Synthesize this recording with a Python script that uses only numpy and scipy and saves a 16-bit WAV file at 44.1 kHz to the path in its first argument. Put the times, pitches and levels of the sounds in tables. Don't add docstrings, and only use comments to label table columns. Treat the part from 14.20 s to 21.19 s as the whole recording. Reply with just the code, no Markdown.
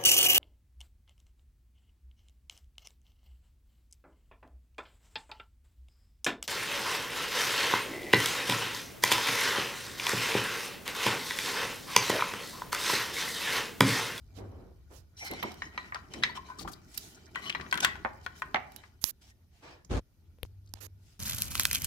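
import sys
import numpy as np
from scipy import signal
from scipy.fft import rfft, irfft, next_fast_len
from scipy.io import wavfile
from scipy.ndimage import uniform_filter1d, map_coordinates

SR = 44100
rng = np.random.default_rng(int(sys.argv[2]) if len(sys.argv) > 2 else 0)


def waveform_to_disk(signal):
    frames = np.transpose(np.atleast_2d(signal))
    scaled = np.clip(frames, -1, 1) * 32767
    samples = np.round(scaled).astype(np.int16)
    wavfile.write(sys.argv[1], SR, samples)


def to_linear_factor(level_db):
    exponent = np.asarray(level_db, float) / 20
    return 10 ** exponent


N = 308391

# start_s, peak_db, left_minus_right_db, body_db (under 1.3 kHz), clink_db (over 2.7 kHz)
BAR_HITS = [(1.42, -25, 0.5, -12.5, -19.5), (1.577, -21.5, -0.5, -15, -18.5), (1.722, -32.5, 2, -13, -42.5),
            (1.745, -26, 2, -7, -19), (1.938, -32.5, 3.5, -11.5, -4), (2.024, -41.5, 3, 0, -11),
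            (2.035, -6.5, 1.5, -20.5, -6), (3.297, -29.5, 6.5, -9.5, -14), (3.349, -19, 5.5, -12.5, -24),
            (3.398, -30.5, 8, -6.5, -22.5), (3.41, -30.5, 7, -19.5, -15), (3.463, -37.5, 4.5, -7, -18),
            (4.637, -38.5, 5, -13.5, -21)]
BOARD_HITS = [(2.477, -36, 5.5, -9, -10), (3.148, -41.5, -6.5, -3.5, -9), (3.157, -21.5, 5, -13.5, -17),
              (3.512, -37.5, -7, -21, -6.5), (3.526, -15.5, 7, -14.5, -17), (3.542, -21, -3, -10.5, -2.5),
              (3.554, -26.5, 9.5, -15.5, -16), (3.575, -23, 8.5, -20.5, -7.5), (3.604, -27, -3, -8.5, 0.5),
              (3.647, -6, 3, -19.5, -6.5), (3.755, -32, 9, -16, -18.5), (4.063, -22, 5, -7, -13),
              (4.22, -19, 4, -11, -21)]
TRAY_HITS = [
    (1.107, -38, -5.5, -20, -6),
    (1.227, -22.5, -2.5, -3.5, -13),
    (1.755, -37, 14.5, -11.5, -22),
    (3.848, -17, -3, 1, -25),
    (3.857, -23, 6, -2, -40),
    (4.344, -12, -1, -4, -17),
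    (4.358, -16, -8, -15, -30.5),
    (4.367, -23, 1.5, -5, -20),
]
WIRE_TICKS = [
    (1.112, -27, -5.5, -25, -10),
    (1.136, -33.5, -0.5, -4, -6),
    (1.319, -39, -9, -14, -6.5),
    (1.342, -39, -7.5, -18, -2.5),
    (2.776, -18, -8.5, -30, -13.5),
    (4.52, -41.5, -7.5, -17, -11),
    (4.562, -29.5, -15.5, -30, -14.5),
    (5.648, -52, -11, -0.5, -16),
]
# pitch_hz, level_db, t60_s (time to fall 60 dB)
BAR_MODES = [(1050, -4, 0.1), (1212, -6, 0.047), (1914, -9.5, 0.059), (2329, -17, 0.059),
             (3190, -8.5, 0.038), (3980, 10.5, 0.028), (4300, -15.5, 0.029), (5320, -1.5, 0.065),
             (6000, 1, 0.02), (6337, -6, 0.078)]
BOARD_MODES = [(1042, 10, 0.079), (1200, -10, 0.028), (1475, 7.5, 0.059), (1893, -6, 0.04),
               (2630, -15, 0.04), (3100, -12, 0.045), (3270, 0, 0.045), (4210, -6, 0.038), (6000, -4, .02),
               (6770, 0.5, 0.03)]
TRAY_MODES = [(270, -15, 0.076), (669.6, 1, 0.045), (791, -2, 0.08), (880, 7, 0.09), (1094, -3, 0.062),
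              (1280, -2.5, 0.042), (2010, -1, 0.02), (2177, -17, 0.06), (3000, -11, 0.016),
              (4398, -8, 0.0347)]
WIRE_MODES = [(2900, -8, .015), (3870, -14, .05), (4790, -6, .012), (5600, -10, .012), (7200, -10, .01),
              (11800, -8, .012)]
# base_db, change_per_clink (dB per dB), change_per_body (dB per dB)
BAR_EDGE = (-34, 0.13, .05)
BOARD_EDGE = (-18, 0.85, -0.33)
TRAY_EDGE = (-30, 1, -.5)
WIRE_EDGE = (-15.5, -0.056, -0.52)

# start_s, peak_db, pitch_hz
BUMPS = [(2.094, -32, 987), (2.161, -38.5, 1230), (2.174, -28, 1035), (2.189, -33.5, 1056),
         (2.287, -39, 990), (2.3, -30, 1027), (2.316, -35, 1050), (2.388, -37.5, 1200), (2.411, -40.5, 791),
         (2.448, -34, 788), (2.474, -34, 1200), (2.496, -41, 796)]
BUMP_T60_S, BUMP_SIDE_DB = 0.045, 2.5

# start_s, end_s, level_db, tilt_db (per octave), left_minus_right_db
DRAGS = [
    (1.04, 1.09, -48, 8, -5),
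    (2.385, 2.435, -48.5, 4, 7.5),
    (2.475, 2.505, -52.5, 7, 9.5),
    (2.515, 2.54, -48.5, 9, 8.5),
    (2.74, 2.757, -47.5, 5, 3.5),
    (4.03, 4.06, -59, 1.5, 8.5),
    (5.01, 5.12, -63, 1.5, 0.5),
    (6.235, 6.27, -66, 4, 3.5),
    (6.55, 6.6, -63, -2, -36),
]
# start_s, end_s, level_db, tilt_db (per octave), left_minus_right_db
SWEEPS = [
    (.15, .21, -58, 0.5, -40),
    (.71, .81, -60, 6.5, -28),
    (2.7, 2.95, -52, 5, -1),
    (4.17, 4.22, -60, 9, 0),
    (5.32, 5.44, -68.5, -1, 1),
    (6.8, 7, -68, 2, 1.5),
]
# start_s, end_s, level_db, tilt_db (per octave)
GRINDS = [(.97, 1.06, -53, 2.5), (1.02, 1.1, -46.5, -2), (1.1, 1.36, -49.5, -3), (1.53, 1.7, -58, -3.5),
          (1.36, 1.5, -58, -1.5), (1.76, 1.81, -57, -3), (1.905, 2.03, -53.5, -1.5),
          (2.245, 2.33, -58.5, -3), (2.9, 3.05, -65, -1.5), (3.16, 3.215, -53, -2.5),
          (5.41, 5.56, -62.5, -2), (4.5, 4.7, -63, -1), (2.15, 2.185, -43, -2), (3.215, 3.295, -51, 0.5),
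          (3.622, 3.648, -31.5, -1.5), (4.15, 4.22, -58, 1)]
# start_s, end_s, level_db, tilt_db (per octave)
BRUSHES = [
    (.17, .3, -44.5, 0.5),
    (.3, .54, -53, 0.5),
    (.7, .8, -56.5, 6),
    (1.1, 1.17, -39.5, -0.5),
    (1.23, 1.29, -35, -1),
    (1.94, 2.1, -45.5, -0.5),
    (2.4, 2.53, -43, -6),
    (5.42, 5.58, -52, 8.5),
]
# left_minus_right_db, fade_s, fade_per_length (s per s), fade_out_over_fade_in
CATCH = (0, .004, 0.033, 1.501)
SWELL = (0, .001, 0.32, 1.099)
ROUGH = (1.7, .004, .1, 1.8)
SOFT = (-1, .008, .07, 5)
# pitch_hz, level_db
SCRAPE = [(88, -31), (150, -10.5), (504, -13.5), (730, -3.5), (1100, -13), (2270, -8.5), (5460, -8.5),
          (16000, -27)]
SLEEVE = [(59, -7.5), (100, -7.5), (183, -3.5), (335, 0), (1080, -16.5), (1230, -20), (5060, -49.5),
          (8000, -64), (10400, -95), (17600, -120)]
# pitch_hz, width_hz, level_db
WIRE_PEAKS = [(1050, 70, 5), (1450, 70, 5), (1930, 60, 2), (2350, 80, 9), (3050, 70, 13), (3950, 70, 12),
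              (5600, 90, 10)]

# start_s, end_s, level_db, pitch_hz, left_minus_right_db
SINGS = [(.965, .99, -56, 5660, 0), (.985, 1.04, -49, 5660, -0.5), (1.42, 1.46, -60, 6245, 3),
         (1.43, 1.46, -61, 5290, 3), (1.0, 1.09, -49.5, 2300, 2.5), (1.048, 1.09, -50.5, 4150, 1),
         (1.05, 1.08, -50, 5100, 0), (1.005, 1.06, -54, 800, -1), (1, 1.2, -46.5, 2100, -1),
         (1.105, 1.15, -52.5, 4100, -1), (1.232, 1.29, -46, 2170, -2.5), (1.5, 1.48, -63, 3980, 3.5),
         (1.43, 1.475, -53, 1960, 4), (1.91, 1.8, -60, 4050, 3), (1.58, 1.61, -58, 4050, 2),
         (5.42, 5.54, -70, 5050, 0), (5.43, 5.54, -64, 2400, 0), (5.43, 5.6, -68, 1700, 0),
         (2.04, 2.08, -37, 1900, 3.5), (2.245, 2.275, -64, 4000, 3.5), (2.09, 2.105, -52, 4400, 3),
         (1.1, 1.085, -54, 3100, 0), (2.28, 2.325, -53, 1500, 2.5), (3.165, 3.2, -51, 1200, 6.5),
         (3.215, 3.29, -57, 4050, 6), (3.16, 3.178, -50, 3050, 6), (3.16, 3.176, -40, 1950, 6),
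         (3.218, 3.26, -50, 2100, 6), (3.228, 3.28, -49, 1150, 5), (3.22, 3.25, -53, 3000, 6),
         (3.235, 3.29, -56, 4300, 6), (3.257, 3.285, -41, 3020, 6), (3.24, 3.29, -58, 5800, 6),
         (3.35, 3.365, -49, 4000, 8), (3.625, 3.647, -32.5, 1530, 9.5), (3.63, 3.645, -33.5, 3600, 7.5),
         (3.66, 3.73, -42, 1960, 5), (3.65, 3.68, -36.5, 1110, 4.5), (5.6, 5.11, -69, 5900, 0.5),
         (5.105, 5.118, -67, 1850, 1), (4.56, 4.59, -62, 3900, -10), (3.41, 3.45, -52, 1150, 8)]
# start_s, end_s, level_db,
# pitch_hz, left_minus_right_db
SKIPS = [(1.125, 1.14, -42, 740, 0), (1.114, 1.12, -44, 2200, 0), (1.755, 1.759, -36, 1500, 6),
         (2.025, 2.029, -42, 3100, 4), (1.529, 1.7, -56, 1940, 2.5), (1.2265, 1.234, -34.5, 2480, -4),
         (1.227, 1.232, -42, 12500, -6.5), (2.026, 2.032, -36.5, 1790, 5.5), (2.392, 2.397, -41.5, 4540, 8),
         (2.428, 2.434, -48.5, 4700, 9), (2.448, 2.46, -46, 1000, 6.5), (2.475, 2.487, -41, 1200, 8),
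         (2.533, 2.54, -48, 4500, 7.5), (2.946, 2.96, -57.5, 6000, 3), (3.056, 3.066, -59, 5000, -6.5),
         (3.148, 3.152, -42.5, 2500, 7.5), (3.2955, 3.302, -29, 2700, 7), (3.296, 3.299, -38, 5200, 7),
         (3.3245, 3.328, -39, 2700, 6), (3.256, 3.262, -47, 2700, 6), (3.41, 3.416, -50.5, 4500, 9.5),
         (3.5114, 3.515, -38.5, 4525, 1.5), (3.553, 3.556, -32, 1500, 6), (1.745, 1.749, -42, 4900, 5),
         (1.3185, 1.32, -50, 4000, -6), (4.158, 4.161, -52, 1500, 3), (3.576, 3.59, -38.5, 1495, 5),
         (3.603, 3.608, -33, 2800, 1), (3.603, 3.607, -33, 6500, 0), (3.624, 3.646, -41.5, 5600, 4),
         (3.526, 3.529, -40, 8000, 3), (3.647, 3.651, -30, 6700, 5), (1.755, 1.77, -41, 1300, 5),
         (5.647, 5.65, -54.5, 6050, -10), (3.553, 3.555, -46, 9000, 4), (3.604, 3.608, -42, 11000, 0),
         (4.3585, 4.361, -32, 2500, -5), (1.228, 1.245, -36, 1000, -3),
         (6.461, 6.463, -67, 6000, 3),
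    (6.474, 6.477, -64, 4500, 3),
    (6.49, 6.493, -65, 5500, 3),
    (2.776, 2.78, -36, 12000, -9),
    (2.7765, 2.78, -36, 4500, -6),
    (2.386, 2.389, -46, 6000, 7),
    (1.936, 1.94, -44, 6000, 3),
]
# width_over_pitch, flank_steepness, grit_db, attack_s, release_s
SING = (.032, .6, 2.5, .006, .012)
SKIP = (.45, 1, 3.5, .0005, .0025)
PORT_GAP_S = 0.00023

# start_s, peak_db, left_minus_right_db, thud_db
PORT_TAPS = [
    (6.186, -64.5, 9.5, 2),
    (6.2312, -28, 13.5, -12.5),
    (6.251, -59.5, -16, 14),
]
# start_s, peak_db, left_minus_right_db, thud_db
SNAPS = [
    (4.84, -24, -41, -12),
    (4.8405, -27, -41, -30),
    (4.84105, -9, -41, -22),
    (4.8419, -25, -41, -13),
    (6.53805, -29, -25, -14),
    (6.53915, -38, -30, -3),
]
PAD_HZ, NAIL_HZ, NAIL_SIDE_DB = 3100, 5350, -19
# start_s, end_s, level_db, tilt_db (per octave)
PORT_RUBS = [
    (4.813, 4.85, -49.5, 2),
    (4.845, 4.911, -40, 1.5),
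    (6.605, 6.669, -50, -2),
]
# start_s, end_s, level_db, tilt_db (per octave)
SHOVE = [
    (5.7, 5.797, -28, 0),
]
# left_minus_right_db, fade_s, fade_per_length (s per s), fade_out_over_fade_in
ON_PORT = (-40, .004, 0, .6)
PUSH = (0.36, 0.011, 0.0048, 0.98)
# pitch_hz, level_db
SKIN = [(180, -37), (300, -9), (915, -18.5), (1010, -14.5), (6620, -11.5), (9000, -15.5), (12100, -4.5),
        (16000, -16)]
SHOVED = [(12, -33), (20, -35), (62, 4.5), (150, -11.5), (472, -13.5), (642, -21), (6720, -40),
          (16000, -66)]
# pitch_hz, width_hz, level_db
PORT_PEAKS = [(6590, 700, 8), (11500, 1500, 1)]

# time_s, rumble_db
GRIP = [
    (0.0, -54.5),
    (3.2, -62),
    (3.65, -51),
    (5.14, -69.5),
    (6.62, -56.5),
    (6.99, -74),
]
# time_s, effort_db
EFFORT = [
    (0, -67),
    (0.9, -76),
    (1.2, -62),
    (3.79, -55),
    (4.5, -61),
    (5.1, -78),
    (6.99, -77.5),
]
# level_db (over mean effort), change_per_effort (dB per dB), change_per_stir (dB per dB)
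BENCH_HUM = (1.2, .6, 0.57)
TRAY_RING = (-6.5, 0.76, .5)
SKIN_HISS = (-9, 0.64, .45)
STIR_S, STILL_DB = 0.26, -67
# pitch_hz, level_db
RUMBLE = [(18, -46.5), (30, -19.5), (38, -6), (59, -1.5), (81, 2.5), (103, -7.5), (160, -22), (210, -44),
          (350, -120)]
RUSTLE = [(71, -36), (120, -0.5), (172, 0), (371, -3.5), (404, -1), (520, -20.5), (648, -9.5), (705, -15),
          (900, -14), (1170, -40), (1980, -120)]
RINGING = [(350, -39.5), (600, -10.5), (1070, -9.5), (1270, 1.5), (1950, -5), (4500, -21), (5850, -46),
           (9900, -120)]
HISS = [(1470, -38), (2500, -13), (3440, -10), (3860, -3), (4950, 1), (10100, -13), (12900, -10.5),
        (16000, -16.5)]

# time_s, pitch_hz, level_db
DRONE = [
    [(0.12, 95.3, -54), (0.224, 101, -41.5), (0.32, 97, -46.5)],
    [(6.26, 99.2, -50), (6.806, 96.3, -52), (6.88, 94.0, -59)],
]
# pitch_hz, t60_s
ROOM = [(300, 0.68), (2000, 0.4), (10000, 0.13)]
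# pitch_hz, level_db
AIR = [(18, -30.5), (30, 1), (91, 0), (752, -32.5), (1600, -36), (6300, -36.5), (7400, -45), (12700, -35.5),
       (15200, -39.5), (16500, -57)]
AIR_DB = -63
# pitch_hz, likeness (0 to 1)
ALIKE = [(60, 0.91), (180, 0.89), (550, 0.54), (1650, 0.017), (4970, 0.067), (15000, 0.0)]


def unit(x):
    return x / np.sqrt(np.mean(x ** 2) + 1e-20)


def along(points, hz):
    f, v = np.transpose(points)
    return np.interp(np.log(hz + 1), np.log(f + 1), v)


def control(rows):
    return np.interp(np.arange(N) / SR, *np.transpose(rows))


def sides(pan_db):
    left = to_linear_factor(pan_db)
    return 2 * np.array([[left], [1]]) / (1 + left)


def add(out, s, x):
    k = round(s * SR)
    out[:, k:k + x.shape[1]] += x[:, :out.shape[1] - k]


def colour(spectrum, tilt_db=0., peaks=()):
    def gain(hz):
        tilted = to_linear_factor(along(spectrum, hz) + tilt_db * np.log2((hz + 50) / 2000))
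        rings = sum(to_linear_factor(db) / (1 + (2 * (hz - centre) / width) ** 2) for centre, width, db in peaks)
        return tilted * (1 + rings)
    return gain


def noise(n, gain, patchy_db, grit_db=0.):
    long = n + 512
    grit = to_linear_factor(grit_db * uniform_filter1d(rng.standard_normal(long), size=24) * np.sqrt(24))
    z = signal.stft(grit * rng.standard_normal((2, long)), nperseg=256)[2]
    field = uniform_filter1d(rng.standard_normal(z.shape[1:]), size=4, axis=0)
    field = uniform_filter1d(field, size=12, axis=1)
    pair = signal.istft(z * to_linear_factor(patchy_db * unit(field)), nperseg=256)[1]
    m = next_fast_len(n + 4096)
    hz = np.fft.rfftfreq(m, 1 / SR)
    turn = np.arccos(np.clip(along(ALIKE, hz), -1, 1)) / 2
    spectrum = rfft(pair, m) * gain(hz) * [np.cos(turn), np.sin(turn)]
    mid, side = irfft(spectrum, m)[:, 256:n + 256]
    return unit(np.array([mid + side, mid - side]))


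def knocks(hits, modes, edge, gain_db, crack_db, fuzz_db, scatter_db, blur, detune):
    out, t = np.zeros((2, N)), np.arange(SR // 9) / SR
    hz, level, t60 = np.transpose(modes)[:, :, None]
    for s, db, pan_db, body_db, clink_db in hits:
        top_db = np.dot(edge, [1, clink_db, body_db])
        shape = [(900, body_db), (1900, min(0, -clink_db)), (4200, clink_db), (10000, top_db)]
        own = to_linear_factor(level / 2 + along(shape, hz) + scatter_db * rng.standard_normal(hz.shape))
        jitter = uniform_filter1d(rng.standard_normal((len(hz), len(t))), size=60)
        wander = blur * np.cumsum(jitter, axis=1) / np.sqrt(SR)
        tone = 2 * np.pi * hz * (1 + detune * rng.standard_normal(hz.shape)) * t + wander
        lead = rng.uniform(-0.88, 1, hz.shape) * np.clip(hz / 700, 0, np.pi / 2)
        decay = own * to_linear_factor(-60 * t / t60)
        ring = np.array([np.sum(decay * np.sin(tone + ear * lead), axis=0) for ear in (1, -1)])
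        burst_colour = colour([(250, -60), (500, body_db), *shape, (16000, top_db)], 0.12)
        burst = noise(len(t), burst_colour, 0.29) * to_linear_factor(max(body_db, clink_db))
        crack = to_linear_factor(crack_db - 60 * t / 0.013) * burst
        rattle = to_linear_factor(fuzz_db - 60 * t / 0.073) * signal.lfilter([0.3], [1, -0.7], burst)
        contact_s = 0.000066 * to_linear_factor(-0.4 * top_db)
        blow = (ring + crack + rattle) * (1 - np.exp(-(t / contact_s) ** 2))
        blow = sides(pan_db) * blow
        add(out, s, to_linear_factor(db + gain_db) * blow / np.abs(np.mean(blow, axis=0)).max())
    return out


def struck_parts():
    bar = knocks(BAR_HITS, BAR_MODES, BAR_EDGE, -2.2, 6, 2, 1.5, 24, 0.012)
    board = knocks(BOARD_HITS, BOARD_MODES, BOARD_EDGE, -2.5, 11, -0.62, 2.2, 20, 0.011)
    tray = knocks(TRAY_HITS, TRAY_MODES, TRAY_EDGE, -2.5, 11, 1.5, 2.4, 30, 0.0068)
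    wire = knocks(WIRE_TICKS, WIRE_MODES, WIRE_EDGE, -3, 9, -5, 2.5, 30, 0.017)
    return bar + board + tray + wire


def bumps():
    out, t = np.zeros((2, N)), np.arange(SR // 10) / SR
    for s, db, hz in BUMPS:
        wander = 9 * np.cumsum(rng.standard_normal(len(t))) / np.sqrt(SR)
        tone = 2 * np.pi * hz * (0.97 * t + 1.2 * t ** 2) + wander
        swell = to_linear_factor(-60 * t / BUMP_T60_S) * (1 - np.exp(-t / 0.0031))
        note = np.sin([tone + 0.72, tone - 0.6]) * swell
        add(out, s, to_linear_factor(db + 3.0) * sides(BUMP_SIDE_DB) * note)
    return out


def strokes(rows, touch, spectrum, patchy_db, grit_db, peaks=()):
    out = np.zeros((2, N))
    side_db, fade_s, per_length, lingers = touch
    for start, end, db, tilt_db, *own_db in rows:
        fade = abs(fade_s + per_length * (end - start)) + 1 / SR
        t = np.arange(round((end - start + fade + fade * lingers) * SR)) / SR
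        contact = np.clip(np.minimum(t, (t[-1] - t) / lingers) / (2 * fade), 0, 1) ** 2
        grabbed = [(hz, width, top_db - 2 - 3.5 * rng.exponential()) for hz, width, top_db in peaks]
        rub = noise(len(t), colour(spectrum, tilt_db, grabbed), patchy_db, grit_db)
        add(out, start - fade, to_linear_factor(db) * sides(side_db + sum(own_db)) * contact * rub)
    return out


def rasps(rows, manner):
    out = np.zeros((2, N))
    wide, steep, grit_db, attack_s, release_s = manner
    for start, end, db, hz, pan_db in rows:
        t = np.arange(round((abs(end - start) + 4 * release_s) * SR)) / SR

        def ring(f):
            return (1 + ((f * f - hz * hz) / (f + 1) / (wide * hz)) ** 2) ** -steep

        rub = noise(len(t), ring, 1.2, grit_db)[0]
        rub = rub / np.std(rub[t < abs(end - start) + release_s])
        release = np.exp(-np.maximum(t - (end - start), 0) / release_s)
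        rub = rub * np.clip(t / attack_s, 0, 1) * release
        add(out, start, to_linear_factor(db) * sides(pan_db) * [rub, np.roll(rub, round(PORT_GAP_S * SR))])
    return out


def rubbed_parts():
    out = strokes(DRAGS, CATCH, SCRAPE, 2.1, 3.7)
    out += strokes(SWEEPS, SWELL, SCRAPE, 2.2, 1.5)
    out += strokes(GRINDS, ROUGH, SCRAPE, 3.6, 3.0, WIRE_PEAKS)
    out += strokes(BRUSHES, SOFT, SLEEVE, 0.75, 1.6)
    return out + rasps(SINGS, SING) + rasps(SKIPS, SKIP)


def port_taps():
    out, t = np.zeros((2, N)), np.arange(SR // 20) / SR

    def thump(hz, t60):
        return np.sin(2 * np.pi * hz * t) * to_linear_factor(-60 * t / t60)

    for s, db, pan_db, thud_db in PORT_TAPS + SNAPS:
        hz = NAIL_HZ if pan_db < NAIL_SIDE_DB else PAD_HZ
        u = t - 0.0003
        whistle = np.sin(2 * np.pi * hz * u) + 0.7 * np.sin(2 * np.pi * 11500 * u)
        width_s = 0.00015 / min(1, hz / NAIL_HZ)
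        spike = -whistle * np.exp(-(u / width_s) ** 2)
        fizz = 0.081 * to_linear_factor(-60 * t / 0.005) * rng.standard_normal(len(t))
        push = thump(900, 0.0044) + 1.1 * thump(330, 0.0077)
        rock = (pan_db > 0) * (4.2 * thump(75, 0.023) + 1.5 * thump(480, 0.023))
        add(out, s, to_linear_factor(db + 3.5) * sides(pan_db) * (spike + fizz + to_linear_factor(thud_db) * (push + rock)))
    return out


def phone_contacts():
    rubs = strokes(PORT_RUBS, ON_PORT, SKIN, 1.4, 1.9, PORT_PEAKS)
    shove = strokes(SHOVE, PUSH, SHOVED, 1.2, 3.5)
    return port_taps() + rubs + shove


def hands(parts):
    effort_db = control(EFFORT)
    power = np.abs(uniform_filter1d(np.mean(parts ** 2, axis=0), size=512))
    now_db = 10 * np.log10(power + to_linear_factor(2 * STILL_DB))
    stir_db = uniform_filter1d(now_db, round(STIR_S * SR))
    mean_db = effort_db.mean()

    def layer_gain(layer):
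        db, grows, stirs = layer
        return to_linear_factor(mean_db + db + grows * (effort_db - mean_db) + stirs * (stir_db - stir_db.mean()))

    shudder = to_linear_factor(map_coordinates(rng.standard_normal(200), [np.arange(N) * 18 / SR]))
    grip = to_linear_factor(control(GRIP) + 1.0) * unit(shudder * noise(N, colour(RUMBLE), 0))
    bench = layer_gain(BENCH_HUM) * unit(shudder * noise(N, colour(RUSTLE), 2.5, 1.5))
    tray = layer_gain(TRAY_RING) * noise(N, colour(RINGING, 1.4, WIRE_PEAKS), 4, 4)
    skin = layer_gain(SKIN_HISS) * noise(N, colour(HISS), 2.8, 4.5)
    return grip + bench + tray + skin


def room(x):
    out, step = np.zeros((2, N)), SR // 2
    for k in range(0, N, step):
        hz, t, z = signal.stft(rng.standard_normal((2, step)), SR, nperseg=256)
        fading = z * to_linear_factor(-60 * t / along(ROOM, hz)[:, None])
        tail = signal.istft(fading, SR, nperseg=256)[1]
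        tail = tail / np.linalg.norm(tail[0])
        add(out, k / SR + 0.0049, signal.fftconvolve(x[:, k:k + step], tail, axes=1))
    return out


def drone():
    out, t = np.zeros(N), np.arange(N) / SR
    for rows in DRONE:
        s, hz, db = np.transpose(rows)
        edge = np.clip(np.minimum(t - s[0], s[-1] - t) / 0.0061, 0, 1)
        phase = 2 * np.pi * np.cumsum(np.interp(t, s, hz)) / SR
        out += edge * to_linear_factor(np.interp(t, s, db)) * np.sin(phase)
    return out


def air():
    return to_linear_factor(AIR_DB) * noise(N, colour(AIR), 1.8)


def scene():
    parts = struck_parts() + bumps() + rubbed_parts()
    echo = to_linear_factor(-14.5) * room(parts)
    return parts + echo + phone_contacts() + hands(parts) + drone() + air()


def roll_off(x):
    return signal.sosfilt(signal.butter(12, 16810, fs=SR, output="sos"), x)


def record(dry):
    band = signal.butter(3, [42, 17000], "bandpass", fs=SR, output="sos")
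    top = signal.butter(16, 15900, fs=SR, output="sos")
    heard = signal.sosfilt(top, signal.sosfilt(band, dry))
    heard = heard / (1 + np.abs(heard / 0.9) ** 6) ** (1 / 6)
    return roll_off(heard)


dry = scene()
out = record(dry)
waveform_to_disk(out)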